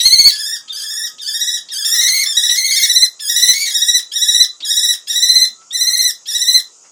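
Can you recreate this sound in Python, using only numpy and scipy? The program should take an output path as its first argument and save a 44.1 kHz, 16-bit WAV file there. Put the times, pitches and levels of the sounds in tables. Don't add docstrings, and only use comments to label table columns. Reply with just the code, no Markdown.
import sys
import numpy as np
from scipy import signal
from scipy.io import wavfile
from scipy.ndimage import uniform_filter1d, minimum_filter1d

SR = 44100
rng = np.random.default_rng(int(sys.argv[2]) if len(sys.argv) > 2 else 0)


def field_ratio(decibels):
    return 10 ** (np.asarray(decibels, dtype=float) / 20)


def persist_wave(psi):
    counts = np.round(np.clip(psi, -1, 1) * 32767).astype(np.int16)
    wavfile.write(sys.argv[1], SR, np.atleast_2d(counts).T)


N = 304819

# (start [s], opening crest [s], first trill crest [s], last trill crest [s], end [s])
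SCREAM_TIMES = [(0.0, .012, .064, .266, .308), (.31, .354, .406, .532, .568),
                (.675, .706, .776, 1.043, 1.078), (1.18, 1.204, 1.285, 1.543, 1.58),
                (1.69, 1.712, 1.794, 2.057, 2.092), (1.845, 1.86, 1.955, 2.213, 2.243),
                (2.258, 2.312, 2.377, 2.505, 2.562), (2.49, 2.512, 2.585, 2.845, 2.862),
                (2.678, 2.698, 2.772, 3.031, 3.066), (3.195, 3.207, 3.304, 3.495, 3.542),
                (3.39, 3.412, 3.485, 3.62, 3.685), (3.66, 3.692, 3.759, 3.953, 3.995),
                (4.115, 4.166, 4.229, 4.413, 4.45), (4.622, 4.637, 4.714, 4.898, 4.94),
                (5.07, 5.108, 5.166, 5.426, 5.456), (5.705, 5.753, 5.817, 6.058, 6.11),
                (6.26, 6.293, 6.358, 6.552, 6.602)]
# (opening [Hz], first [Hz], middle [Hz], last [Hz], trill swing [0-1])
CREST_PITCHES = [(1900, 2150, 2200, 2238, .085), (1714, 1767, 1814, 1871, .1),
                 (1824, 1730, 1835, 1905, .11), (1845, 1760, 1920, 1930, .14),
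                 (1883, 1750, 1880, 1950, .11), (1850, 2010, 2170, 2230, .1),
                 (1786, 1923, 1955, 1960, .145), (1966, 2150, 2215, 2225, .085),
                 (1910, 1846, 1975, 2060, .14), (1820, 1896, 1983, 2005, .13),
                 (1964, 2065, 2220, 2300, .07), (1920, 1890, 1930, 1990, .125),
                 (1892, 1930, 1942, 2005, .105), (1934, 1892, 1943, 1967, .12),
                 (1897, 1950, 2035, 2060, .1), (2016, 2025, 2095, 2020, .09),
                 (1892, 1935, 2003, 2052, .105)]
# (opening [dB], first [dB], middle [dB], last [dB], dips [dB])
EFFORT_SWELLS = [(-12, -2.5, -1.5, 1.9, -16), (-25, -22, -21.5, -20, -26.5), (-26.5, -27, -23, -22, -27.5),
                 (-29, -20.5, -16, -17.5, -28), (-24, -21, -13, -11, -22.5),
                 (-18, -16.5, -12.5, -15.5, -17), (-19, -9, -9, -9.5, -23.5),
                 (-15.5, -13, -13, -17.5, -20.5), (-22, -12, -7, -4.5, -20.5),
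                 (-26, -11.5, -7, -6.5, -22.5), (-24, -16.5, -19, -17.5, -25), (-20, -10.5, -10, -6, -23),
                 (-14.5, -10, -7, -3.5, -19.5), (-21, -11.5, -10.3, -9, -21.5),
                 (-15, -11.5, -6, -8.5, -21.5), (-15.5, -11.5, -10.5, -10.5, -19.5),
                 (-19.5, -13.5, -10, -6.5, -22)]
# (all partials joined [s], fundamental [dB], tilt [dB per partial], hoarseness [dB], loft send [dB])
VOICE_TIMBRES = [(.0, -2, 2, -24.5, -9.5), (0.0035, 9, 1.5, -32, -2), (0.046, 8, 1.5, -38, -1),
                 (0.028, 3, 1, -40, 0), (0.022, 4.5, 1.5, -40, -5.5), (0.002, 13, 3.5, -26, -5.5),
                 (0, 0.5, 1, -41, -2), (0.014, 13, 3.5, -24.5, -4.5), (0.019, 1.5, 1.5, -38, -9),
                 (0.0016, 5.5, 2.5, -32.5, -2.5), (0, 12.5, 3.5, -22, -1), (0, 1, 1.5, -39.5, -3.5),
                 (0.00075, -1.5, 1, -38.5, -5), (0.02, -1, 1.5, -88, -2.5), (0, 0, 1.5, -40.5, -2.5),
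                 (0.019, 4.5, 2.5, -40, -6.5), (0.0036, 1.5, 2, -35, -5.5)]
# (frequency [Hz], gain [dB])
THROAT_RESONANCE = [(1500, -21), (2200, -13), (3200, -5), (3600, -7), (4000, -1.5), (4500, 2.5),
                    (5000, -2.5), (5800, -4.5), (6600, -8.5), (8000, -14), (10000, -14.5), (12000, -24),
                    (14000, -25.5), (17000, -37.5)]
# (frequency [Hz], t60 [s])
LOFT_DECAY = [(1500, 0.22), (4000, 0.22), (7000, 0.15), (12000, 0.13)]
# (frequency [Hz], gain [dB])
LOFT_TINT = [(1500, 4), (4000, 2.5), (7000, 3.5), (12000, 5)]
# (frequency [Hz], density [dB per Hz])
HISS_SPECTRUM = [(40, -64.5), (90, -53), (150, -29), (400, -11), (850, -13.5), (1360, -10), (1700, -31),
                 (2700, -19), (4200, -21.5), (4900, -8), (6800, 1.5), (9000, -14), (11000, -28),
                 (16500, -54.5)]
# (nearest [s], level [dB], passing time [s])
TRAFFIC = [
    (1.05, -57.5, 1),
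    (2.6, -71.5, 0.23),
    (5.95, -62.5, 0.73),
]
# (time [s], level [dB], centre [Hz], length [s])
VOICE_CRACKS = [(2.13, -28, 4300, .13), (2.73, -29, 4600, .14), (3.54, -29, 4700, .18),
                (5.07, -33, 4300, .12), (6.27, -33, 4400, .14), (5.88, -34, 4900, .22), (.3, -32, 4400, .1),
                (.72, -38, 4400, .16)]
# (time [s], frequency [Hz], level [dB])
FAR_WHISTLES = [
    [(.6, 1285, -61), (.9, 1250, -65), (1.22, 1265, -59)],
    [(1.78, 1370, -53), (2.0, 1290, -55), (2.18, 1264, -48.5), (2.35, 1120, -58.5), (2.55, 996, -67)],
    [(3.65, 822, -56.5), (3.85, 826, -68)],
    [(4.25, 1198, -70.5), (4.45, 1267, -60), (4.62, 1125, -62)],
    [(5.48, 1280, -64), (5.75, 1370, -58), (6.05, 1250, -65)],
    [(6.4, 1010, -63), (6.52, 1043, -60), (6.62, 1190, -57)],
]
# (time [s], peak [dB])
BEAK_RASPS = [(0.68, -25), (1.182, -25), (1.6855, -23), (3.1928, -22), (4.1165, -20), (4.6032, -19.5),
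              (5.0703, -23), (5.709, -27), (6.2556, -24)]
# (time [s], level [dB], centre [Hz], length [s])
FEATHER_BRUSHES = [(4.59, -52, 400, 0.048), (5.6, -55, 1500, 0.039), (6.83, -51, 950, 0.047),
                   (5.49, -57, 150, 0.05), (5.08, -40, 3600, 0.097), (6.27, -36, 7700, 0.18),
                   (1.7, -38.5, 4100, 0.087), (2.0, -31, 5500, 0.25), (6.44, -37, 4500, .04),
                   (2.4, -38, 3600, .09), (5.44, -40.5, 3000, 0.045), (3.98, -41, 2800, 0.046),
                   (4.93, -41, 2800, 0.039)]
# (frequency [Hz], threshold [dB], fuzz [dB], clean part [dB])
MASKING = [(2200, -26, -19.5, -.1), (5100, -19, -10, -.3), (8040, -9, -5, -1.5), (12000, -2, 2, -6),
           (16000, 1, 4, -9)]

TRILL_S, REST_S = .065, .05
QUICKEN, DIP_LEAD_S, CUT_S = .07, .036, 0.004
SWING_EARLY, SWING_NARROWS, DIPS_RISE_DB = 1.1, 0.32, 4
RESTED_PITCH, RESTED_DB, HURRIED_PITCH, HURRIED_DB = .9, -14, 1.02, -0.5
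END_PITCH, END_DB, CUT_PITCH, CUT_DB = .92, 0, 0.89, -55.5
THIRD_SHARE, THIRD_DB = 0.34, -1.2
RASP_HZ, RASP_T60 = 3560, 0.045
HISS_DB = -45.5
EDGE_HZ = 17400


def evened(x):
    return x / np.sqrt(np.mean(x ** 2) + 1e-20)


def read(points, hz):
    f, value = np.transpose(points)
    return np.interp(np.log(hz + 1), np.log(f + 1), value)


def add(mix, s, sound):
    part = mix[round(s * SR):][:len(sound)]
    part += sound[:len(part)]


def wobble(size, ms):
    span = max(round(ms * SR / 1000), 2)
    once = uniform_filter1d(rng.standard_normal(size), span)
    return evened(uniform_filter1d(once, span))


def puff(hz, t, width=0.69):
    edges = np.clip([hz / (1 + width), hz * (1 + width) ** 2], 20, SR / 2.2)
    band = signal.butter(2, edges, "band", fs=SR, output="sos")
    return evened(signal.sosfilt(band, rng.standard_normal(len(t))))


def arch(u, first, middle, last):
    line = first + (last - first) * u
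    return line + 4 * u * (1 - u) * (middle - (first + last) / 2)


def plan(times, pitches, swells, rested):
    start, opening, first, last, end = times
    u = np.linspace(0, 1, round((last - first) / TRILL_S) + 1)
    crest_s = first + (last - first) * (u + QUICKEN * u * (1 - u))
    crest_hz = arch(u, *pitches[1:4])
    dip_hz = crest_hz * (1 - pitches[4] * (SWING_EARLY - SWING_NARROWS * u ** 2))
    start_hz = pitches[0] * (RESTED_PITCH if rested else HURRIED_PITCH)
    start_db = swells[0] + (RESTED_DB if rested else HURRIED_DB)
    end_hz = END_PITCH * pitches[3]
    trills = [(start, start_hz, opening, pitches[0]),
              *zip(crest_s - DIP_LEAD_S, dip_hz, crest_s, crest_hz),
              (end, end_hz, end + CUT_S, CUT_PITCH * end_hz)]
    efforts = [(start_db, swells[0]),
               *zip(swells[4] + DIPS_RISE_DB * (u - .5), arch(u, *swells[1:4])),
               (swells[4] + END_DB, CUT_DB)]
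    return trills, efforts


def scream(trills, efforts, voice, flat_top=1.3, lead_s=0.0087, hold_s=.014, snap=0.47,
           pitch_snap=.35, ring_db=6, jitter=0.003):
    join_s, low_db, tilt_db, hoarse_db, _ = voice
    third_db = THIRD_DB + THIRD_SHARE * low_db
    (s, knot_hz), knot_db = np.reshape(trills, (-1, 2)).T, np.ravel(efforts)
    t = np.arange(s[0], s[-1], 1 / SR)
    since = t - s[0]
    place = np.interp(t, np.maximum.accumulate(s), np.arange(len(s)))
    height = 1 - (.5 + .5 * np.cos(np.pi * place)) ** flat_top
    late = t[:, None] - s[1:-1:2]
    inside = np.minimum(late + lead_s, hold_s - late).max(1)
    crest = np.clip(inside / 0.00447 + .5, 0, 1)

    def between(knots, share):
        up = np.where(t > s[-2], height, (1 - share) * height + share * crest)
        step = np.floor(place)
        return np.interp(step + np.where(step % 2, 1 - up, up), np.arange(len(s)), knots)

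    hz, effort_db = between(knot_hz, pitch_snap), between(knot_db, snap)
    closing = np.exp(-np.maximum(s[-2] - t, 0) / 0.00648)
    hz = hz * (1 - 0.0953 * closing)
    unsettled = 1.1 * closing + np.exp(-since / 0.0412)
    hz = hz * (1 - .09 * (s[0] > 0) * np.exp(-since / .009))
    unsteady = jitter * wobble(len(t), 4.01) + 0.0205 * unsettled * wobble(len(t), 0.66)
    turns = np.cumsum(hz * (1 + unsteady)) / SR

    k = np.arange(1, 10)[:, None]
    colour_db = (tilt_db - 1.5 * closing) * (k - 2) + low_db * (k == 1) + third_db * (k == 3)
    crest_db = (ring_db - 0.27 * low_db) * (k == 2) + 2.76 * (k == 3)
    weight = field_ratio(read(THROAT_RESONANCE, k * hz) + colour_db + crest * crest_db)
    joining = np.clip((since - join_s) / .014, .03, 1)
    weight = weight * np.where(k != 2, joining, 1) * (k * hz < SR / 2.3)
    weight = weight / np.sqrt((weight ** 2).sum(0) / 2)

    flutter_db = (1.5 + 0.43 * abs(k - 2)) * (1.59 - 1.02 * crest)
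    flutter = field_ratio(flutter_db * np.array([wobble(len(t), 5.2) for _ in k]))
    hoarse = field_ratio(hoarse_db + 5 + 12 * unsettled - 10 * (k == 1))
    hoarse = hoarse * np.array([wobble(len(t), .4) for _ in k])
    grain = field_ratio(-20.5 + 1.6 * k) * (k != 2) * np.array([wobble(len(t), 2.3) for _ in k])
    partials = np.cos(2 * np.pi * (k * turns + rng.random(k.shape)))
    stack = (weight * (flutter + hoarse + grain) * partials).sum(0)
    halves = sum(np.cos(2 * np.pi * (m + .5) * turns) / m for m in range(1, 4))
    halves = field_ratio(hoarse_db + 2.5 * wobble(len(t), 36)) * halves
    return field_ratio(effort_db) * (stack + halves) * signal.windows.tukey(len(t), .02)


def beams(x, t60=0.02, db=-11):
    t = np.arange(round(.03 * SR)) / SR
    struck = rng.random(len(t)) < 900 / SR
    taps = rng.choice([-1., 1.], len(t)) * struck * (t > .0008) * field_ratio(-60 * t / t60)
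    return x + field_ratio(db) * signal.fftconvolve(x, taps / np.linalg.norm(taps))[:N]


def loft(x, first_s=.004):
    out, phase = np.zeros(N), np.arange(N) / SR * 9.0
    for k in range(3):
        taps = np.zeros(SR // 2)
        at = np.arange(round(first_s * SR), len(taps) - 20, 20)
        taps[at + rng.integers(0, 20, len(at))] = rng.choice([-1., 1.], len(at))
        hz, t, z = signal.stft(taps, SR, nperseg=128)
        decay_db = read(LOFT_TINT, hz)[:, None] - 60 * t / read(LOFT_DECAY, hz)[:, None]
        tail = signal.istft(z * field_ratio(decay_db), SR, nperseg=128)[1]
        window = np.sqrt(2 / 3) * abs(np.cos(np.pi * (phase / 3 + k / 3)))
        out += signal.fftconvolve(x * window, tail / np.linalg.norm(tail))[:N] / 1.04
    return out


def hiss():
    frames, hz = N // 256 + 5, np.fft.rfftfreq(1024, 1 / SR)
    a, b, patches = rng.standard_normal((frames, 513, 3)).T
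    patches = evened(uniform_filter1d(uniform_filter1d(patches, 10, 0), 12, 1))
    z = (a + 1j * b) * field_ratio(read(HISS_SPECTRUM, hz)[:, None] + 1.6 * patches)
    return field_ratio(HISS_DB) * evened(signal.istft(z, nperseg=1024, noverlap=768)[1][:N])


def hum():
    t = np.arange(N) / SR
    level = sum(field_ratio(db) / (1 + ((t - s) / passing) ** 2) for s, db, passing in TRAFFIC)
    band = signal.butter(3, [120, 300], "band", fs=SR, output="sos")
    return field_ratio(-8.5) * level * evened(signal.sosfilt(band, rng.standard_normal(N)))


def cracks():
    out, t = np.zeros(N), np.arange(SR // 2) / SR
    for s, db, hz, length in VOICE_CRACKS:
        grain = puff(hz, t, .25) * field_ratio(5 * wobble(len(t), 2.5) - 3)
        add(out, s, field_ratio(db) * grain * np.sin(np.pi * np.minimum(t / length, 1)))
    return out


def whistles():
    out = np.zeros(N)
    for rows in FAR_WHISTLES:
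        s, hz, db = np.transpose(rows)
        t = np.arange(s[0], s[-1], 1 / SR)
        turns = np.cumsum(np.interp(t, s, hz) * (1 + 0.004 * wobble(len(t), 12.7))) / SR
        tone = np.sqrt(2) * np.sin(2 * np.pi * turns) * field_ratio(4.5 * wobble(len(t), 20) - 2)
        add(out, s[0], field_ratio(np.interp(t, s, db)) * tone * signal.windows.tukey(len(t), .2))
    return out


def rasps():
    out, t = np.zeros(N), np.arange(SR // 2) / SR
    for s, db in BEAK_RASPS:
        decay = field_ratio(db - 2.5 - 60 * t / RASP_T60)
        add(out, s, decay * puff(RASP_HZ, t, .2) * np.minimum(t / .005, 1))
    return out


def brushes():
    out, t = np.zeros(N), np.arange(SR // 2) / SR
    for s, db, hz, length in FEATHER_BRUSHES:
        add(out, s, field_ratio(db) * puff(hz, t) * np.sin(np.pi * np.minimum(t / length, 1)) ** 2)
    return out


def scene():
    direct, wet, quiet_since = np.zeros(N), np.zeros(N), 0
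    for times, pitches, swells, voice in zip(SCREAM_TIMES, CREST_PITCHES, EFFORT_SWELLS, VOICE_TIMBRES):
        rested = times[0] - quiet_since > REST_S
        sound = scream(*plan(times, pitches, swells, rested), voice)
        add(direct, times[0], sound)
        add(wet, times[0], field_ratio(voice[-1]) * sound)
        quiet_since = times[-1]
    small = cracks() + whistles() + rasps() + brushes()
    return (beams(direct + small) + loft(wet + 0.68 * small) + hiss() + hum())[None]


def masked(x, chance_db=4.5, low_hz=2200):
    hz, _, z = signal.stft(x, SR, nperseg=2048)
    starts, band = np.arange(0, len(hz), 12), np.arange(len(hz)) // 12
    knee_hz, drop_db, fuzz_db, clean_db = np.transpose(MASKING)
    power = np.add.reduceat(abs(z) ** 2, starts, axis=1) / 12
    limit_db = np.interp(hz[starts], knee_hz, drop_db)[:, None]
    limit_db = limit_db + chance_db * rng.standard_normal(power.shape)
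    hidden = power < uniform_filter1d(power, size=15, axis=1) * field_ratio(limit_db) ** 2
    fuzz = np.exp(2j * np.pi * rng.random(z.shape))
    fuzz = fuzz * np.sqrt(minimum_filter1d(power, size=2, axis=2)[:, band])
    fuzz = fuzz * ((hz < EDGE_HZ - 400) * field_ratio(np.interp(hz, knee_hz, fuzz_db)))[:, None]
    high = (hz > low_hz)[:, None]
    clean = z * field_ratio(np.interp(hz, knee_hz, clean_db))[:, None]
    kept = (clean + fuzz * high) * ~(hidden[:, band] & high)
    return signal.istft(kept, SR, nperseg=2048)[1][:, :N]


def band_limit(x):
    return signal.sosfilt(signal.butter(12, 17080, fs=SR, output="sos"), x)


def record(dry):
    clipped = np.clip(dry, -.93, .93)
    lean = signal.lfilter(*signal.butter(1, 45, "high", fs=SR), clipped)
    low_pass = signal.firwin(255, EDGE_HZ, fs=SR, window=("kaiser", 8))
    limited = signal.oaconvolve(lean, low_pass[None], "same")
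    return band_limit(masked(limited))


dry = scene()
out = record(dry)
persist_wave(out)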